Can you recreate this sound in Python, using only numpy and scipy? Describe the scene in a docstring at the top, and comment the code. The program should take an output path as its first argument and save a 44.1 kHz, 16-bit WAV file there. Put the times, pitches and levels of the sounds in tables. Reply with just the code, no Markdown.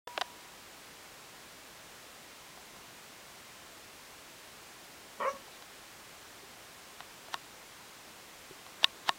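"""A sleeping dog's huff

A dog asleep on a couch gives one muffled, closed-mouth huff: its loose vocal folds flap in a rough
grunt, then tighten into a short hoot. The living room is quiet under the steady hiss and faint whine
of a handheld camera. The sound starts with a dull click, a soft bump and a fading ring; then fingers
and the zoom lever click on the plastic case."""
import sys
import numpy as np
from scipy import signal
from scipy.fft import rfft, irfft, next_fast_len
from scipy.io import wavfile
from scipy.ndimage import map_coordinates

SR = 44100
rng = np.random.default_rng(int(sys.argv[2]) if len(sys.argv) > 2 else 0)


def to_wav(sig):
    """Store sig (one row per channel, or 1-D mono) as 16-bit WAV at the path in sys.argv[1].

    Samples outside -1..1 are clipped; the rate is SR.
    """
    pcm = np.clip(np.atleast_2d(sig), -1, 1) * 32767
    pcm = np.round(pcm).astype(np.int16)
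    wavfile.write(sys.argv[1], SR, pcm.T)  # frames by channels


N = 404838
START_S = .0725  # the camera's sound begins


def amp(db):
    """Turn decibels into a gain."""
    return 10 ** (np.asarray(db) / 20)


def unit(x):
    """Scale a sound to an average (rms) level of 1."""
    return x / np.sqrt(np.mean(x ** 2) + 1e-20)


def clock():
    """The time of every sample, in seconds."""
    return np.arange(N) / SR


def along(points, hz):
    """Read between (frequency, value) points on a log frequency scale."""
    f, v = np.transpose(points)
    return np.interp(np.log(hz + 1), np.log(f + 1), v)


def wobble(rate):
    """A smooth curve through `rate` random values a second."""
    return map_coordinates(rng.standard_normal(int(N * rate / SR) + 4), [clock() * rate])


def fade(t, t60):
    """Die away by 60 dB in t60 seconds, the fade time."""
    return np.exp(-np.log(1000) * t / t60)


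def filtered(x, response):
    """Shape a sound; response(f) says how each frequency gets through."""
    size = next_fast_len(N + SR // 2)
    return irfft(rfft(x, size) * response(np.fft.rfftfreq(size, 1 / SR)), size)[:N]


def resonance(f, centre, width):
    """A filter shape that favours frequencies near its centre."""
    return 1j * f * width / (centre ** 2 - f ** 2 + 1j * f * width)


def noise(spectrum):
    """Noise of level 1, shaped by (frequency [Hz], level [dB]) points."""
    return unit(filtered(rng.standard_normal(N), lambda f: amp(along(spectrum, f))))


# the microphone's hiss: (frequency [Hz], relative level [dB])
HISS_SHAPE = [(15, -41), (25, -7.5), (64, -5), (144, -3), (403, -1), (449, -1.5), (791, -1), (881, -2),
              (1040, -1), (1120, -2), (2150, -3.5), (7630, -10), (12700, -16.5), (14600, -15.5),
              (15800, -17.5)]
# thin tones from the electronics: (frequency [Hz], level [dB])
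WHINE_TONES = [(1066, -74), (7558, -93), (7881, -90), (15122, -79), (15149, -83)]


def hiss_and_whine(hiss_db=-52, drift=.5):
    """The microphone hisses evenly under the slightly unsteady whine of the electronics."""
    whine = sum(amp(db) * unit(np.sin(2 * np.pi * hz * clock() + drift * wobble(12)))
                for hz, db in WHINE_TONES)
    return amp(hiss_db) * noise(HISS_SHAPE) + whine


def start_ring(ring_hz=968, ring_db=-45, bump_hz=490, bump_db=-40):
    """A soft bump and a thin, fading ring sound as the camera starts."""
    t = np.maximum(clock() - START_S, 0)
    ring = amp(ring_db) * np.sin(2 * np.pi * ring_hz * t) * fade(t, t60=1.16)
    bump = amp(bump_db) * np.sin(2 * np.pi * bump_hz * t) * fade(t, t60=.058)
    return ring + bump


# the tones the plastic case rings at: (frequency [Hz], relative level [dB], fade time [s])
CASE_TONES = [(151, -22, 0.025), (386, -22, 0.054), (679, -4, 0.028), (990, 1, 0.013), (1385, -2.5, 0.012),
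              (1806, -4.5, 0.019), (2804, 0, 0.0083), (3600, -1, 0.0079), (3840, -7.5, 0.017),
              (4500, -4, 0.0065), (5680, -8.5, 0.0057), (7500, -13.5, 0.004), (11000, -17.5, 0.0028),
              (15400, -23, 0.0027)]
PIVOT_HZ = 1430  # a harder hit rings more above this frequency and less below


def strike(s, blow_db, ratio=1, scatter_db=1):
    """One hit at time s rings the case; blow_db is its strength at each tone."""
    out, t = np.zeros(N + SR), np.arange(SR // 4) / SR
    hz, tone_db, t60 = np.transpose(CASE_TONES)
    tones = np.sin(2 * np.pi * ratio * hz[:, None] * t)  # the grip detunes the case by `ratio`
    tones *= fade(t, t60[:, None])
    tones[1::2] *= -1  # neighbouring tones move the microphone in opposite directions
    gains = amp(tone_db + blow_db + scatter_db * rng.standard_normal(len(hz)))
    out[round(s * SR):][:len(t)] = gains @ tones
    return out[:N]


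# dull bumps as the grip shifts: (time [s], level [dB])
GRIP_BUMPS = [(6.434, -45), (8.51, -40.5)]


def grip_bumps():
    """The soft hand rings only the two lowest tones of the case."""
    out = np.zeros(N)
    for s, db in GRIP_BUMPS:
        t = np.maximum(clock() - s, 0)
        out += amp(db) * sum(np.sin(2 * np.pi * hz * t) * fade(t, t60) for hz, _, t60 in CASE_TONES[:2])
    return out


# a dull click as the sound starts, then fingers tapping the case, the last row a small tick of the zoom lever
# just before it hits its stop: # (time [s], level [dB], hardness [dB per octave], tuning [ratio], bounces
# [count])
CLICK_AND_TAPS = [(0.0752, -35.5, -0.5, 0.97, 0), (0.1766, -23.5, 0.5, .91, 1), (.2121, -24.5, .6, 1.05, 2),
                  (2.574, -47.5, -7, 1.08, 0), (5.481, -45.5, -5.5, 1.02, 0), (5.6233, -44.5, 1, 1.1, 0),
                  (7.005, -35.5, -2.5, 1.05, 0), (7.284, -46, -5, .93, 0), (8.665, -43, -1, 1.1, 0),
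                  (8.831, -30, -1.5, .95, 0)]


def click_and_taps(last_hop_s=.0025, hop_ratio=1.6, settle_loss_db=5.5, settle_tilt=3, settle_ratio=.88):
    """A click, then taps: soft ones ring low tones, hard ones high; some bounce faster and settle."""
    hz = np.transpose(CASE_TONES)[0]
    octaves = np.log2(np.clip(hz, 600, 5500) / PIVOT_HZ)
    out = np.zeros(N)
    for s, db, hardness, ratio, bounces in CLICK_AND_TAPS:
        for k in range(bounces + 1):
            blow_db = db + hardness * octaves
            if 0 < k == bounces:  # the last bounce is weaker, duller and lower
                blow_db -= settle_loss_db + settle_tilt * octaves
                ratio *= settle_ratio
            out += strike(s, blow_db, ratio)
            s += last_hop_s * hop_ratio ** (bounces - k - 1)
    return out


# the zoom lever hits its stop: (time [s], level [dB], hardness [dB per octave], extra snap [dB])
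LEVER_CLICKS = [(7.342, -22, 1, 0.5), (8.8434, -18.5, 3, 15), (9.092, -14, -.5, 3)]
# the lever's blow, from bass to treble: (frequency [Hz], relative level [dB])
BLOW_SHAPE = [(150, -4), (600, -9), (1050, 1), (1900, -1.5), (2900, -5), (5500, -0.5), (15000, 1.5)]
# the lever's scrape: (frequency [Hz], relative level [dB])
SCRAPE_SHAPE = [(300, -17), (1050, 4), (1800, -1.0), (2500, -8), (3700, 2), (4800, -10), (5900, -5.5),
                (7200, -17), (15000, -24)]


def zoom_lever(swell_s=.013, scrape_db=-18, snap_hz=3050, snap_octaves=.55,
               spring_hz=1100, spring_db=-16):
    """The lever scrapes for an instant, clicks against its stop and leaves its spring ringing."""
    hz = np.transpose(CASE_TONES)[0]
    snap = 1 / (1 + (np.log2(hz / snap_hz) / snap_octaves) ** 4)  # a snap lifts the tones near snap_hz
    friction = noise(SCRAPE_SHAPE)
    out = np.zeros(N)
    for s, db, hardness, snap_db in LEVER_CLICKS:
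        before, after = np.maximum(s - clock(), 0), np.maximum(clock() - s, 0)
        scrape = amp(db + scrape_db) * friction * np.exp(-before / swell_s) * (before > 0)
        blow_db = db + along(BLOW_SHAPE, hz) + hardness * np.log2(hz / PIVOT_HZ) + snap_db * snap
        spring = amp(db + spring_db) * np.sin(2 * np.pi * spring_hz * after) * fade(after, t60=.097)
        out += scrape + strike(s, blow_db) + spring
    return out


def case_sounds(low_cut_hz=150):
    """The bumps, clicks and taps together; the small, stiff case passes no deep bass."""
    low_cut = signal.butter(2, low_cut_hz, "high", fs=SR, output="sos")
    return signal.sosfilt(low_cut, grip_bumps() + click_and_taps() + zoom_lever())


# how long the living room echoes: (frequency [Hz], fade time [s])
ROOM_FADES = [(200, 0.32), (600, 0.34), (1200, 0.28), (3000, .18), (10000, 0.15)]


def room(x, echo_db=-12):
    """Add a short, soft echo; the furniture soaks up the treble first."""
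    hz, t, spectrum = signal.stft(rng.standard_normal(SR // 2), SR, nperseg=256)
    spectrum *= fade(t, along(ROOM_FADES, hz)[:, None])
    tail = signal.istft(spectrum, SR, nperseg=256)[1]
    tail = np.pad(tail / np.linalg.norm(tail), (SR // 200, 0))  # arrives 5 ms late
    return x + amp(echo_db) * signal.fftconvolve(x, tail)[:N]


# the dog's breath: (time [s], swell time [s], frequency [Hz], width [Hz], level [dB])
AIR_PUFFS = [(5.213, 0.023, 222, 45, -51), (5.3, 0.031, 5850, 1000, -55.5), (5.341, .016, 237, 50, -56.5),
             (5.54, 0.03, 3700, 700, -59)]


def air_puffs():
    """Air puffs out the cheeks and hisses thinly in the nose."""
    out = np.zeros(N)
    for s, swell_s, hz, width, db in AIR_PUFFS:
        air = unit(filtered(rng.standard_normal(N), lambda f: resonance(f, hz, width) ** 2))
        out += air * amp(db) * np.exp(-((clock() - s) / swell_s) ** 2)
    return out


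def push(start_s, rise_s, hold_s, t60):
    """One push of breath rises smoothly, holds and dies away."""
    t = clock() - start_s
    rise = np.sin(np.pi / 2 * np.clip(t / rise_s, 0, 1)) ** 2
    return rise * fade(np.maximum(t - rise_s - hold_s, 0), t60)


def nose_ring(source, start_s, glide_s, start_hz=3200, sink_hz_per_s=5300, half_width_hz=100, db=-54):
    """The voice rings in the nose, in one narrow band that sinks as the push goes on."""
    centre_hz = start_hz - sink_hz_per_s * np.clip(clock() - start_s, 0, glide_s)
    shift = np.exp(2j * np.pi * np.cumsum(centre_hz) / SR)
    low_pass = signal.butter(2, half_width_hz, fs=SR, output="sos")
    ring = signal.sosfilt(low_pass, source / shift) * shift  # move the band to 0 Hz, filter, move back
    return unit(ring.real) * amp(db)


# where the throat and closed muzzle ring: (frequency [Hz], width [Hz], relative level [dB])
MUZZLE_RINGS = [(455, 70, 0), (560, 90, 0), (690, 80, -9), (880, 86, -5), (1010, 130, -1), (1135, 124, .5),
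                (1340, 165, -4.5), (1860, 140, -7), (2330, 300, -14)]


def muzzle(f, muffle_hz=2800):
    """The throat and muzzle favour a few bands; the closed lips swallow the treble."""
    throat = sum((-1) ** k * amp(db) * resonance(f, hz, width) ** 2  # steep peaks, deep dips between
                 for k, (hz, width, db) in enumerate(MUZZLE_RINGS))
    return throat / (1 + (f / muffle_hz) ** 10)


def grunt(start_s=5.194, t60=.16, db=-32, flap_hz=190, jitter=.3, air_share=.54):
    """Loose vocal folds flap unevenly; their pulses and puffs of air ring in the muzzle and nose."""
    cycles = np.cumsum(flap_hz * np.exp(jitter * wobble(250))) / SR
    pulses = np.diff(np.floor(cycles), prepend=0) * amp(.94 * wobble(150))
    puffs = rng.standard_normal(N) * np.exp(-2 * (cycles % 1))
    source = np.sqrt(1 - air_share) * unit(pulses) + np.sqrt(air_share) * unit(puffs)
    voice = amp(db) * unit(filtered(source, muzzle)) + nose_ring(source, start_s, glide_s=t60)
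    return voice * push(start_s, rise_s=.019, hold_s=.042, t60=t60)


# the tones that make up the hoot: (multiple of the pitch [ratio], relative level [dB])
HOOT_TONES = [(1, 1), (2, 3), (3, -13), (4, -10.5), (5, -21)]


def hoot(start_s=5.241, db=-31, low_hz=482, top_hz=556, climb_hz_per_s=1800,
         jitter=.0122, flutter_db=1, overtones_db=-2, pinch_db=7):
    """At the peak of the push the folds tighten into a short, rising tone that ends pinched."""
    pitch_hz = np.minimum(low_hz + climb_hz_per_s * np.maximum(clock() - start_s, 0), top_hz)
    phase = 2 * np.pi * np.cumsum(pitch_hz * (1 + jitter * wobble(250))) / SR
    effort = push(start_s, rise_s=.031, hold_s=.014, t60=.08)
    bright_db = overtones_db + pinch_db * (1 - effort)  # the lowest tone needs the full push
    voice = sum(amp(tone_db + bright_db * (k > 1)) * np.sin(k * phase) for k, tone_db in HOOT_TONES)
    return voice * effort * amp(db + flutter_db * wobble(200))


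def scene():
    """One microphone feeds both channels; only the dog is far enough away to make the room echo."""
    huff = grunt() + hoot() + air_puffs()
    mono = room(huff) + case_sounds() + start_ring() + hiss_and_whine()
    return np.array([mono, mono])


def record(dry, top_hz=15850):
    """The camera is silent until it starts, and keeps nothing above top_hz."""
    running = clock() > START_S
    return np.array([filtered(channel * running, lambda f: f < top_hz) for channel in dry])


dry = scene()
out = record(dry)
to_wav(out)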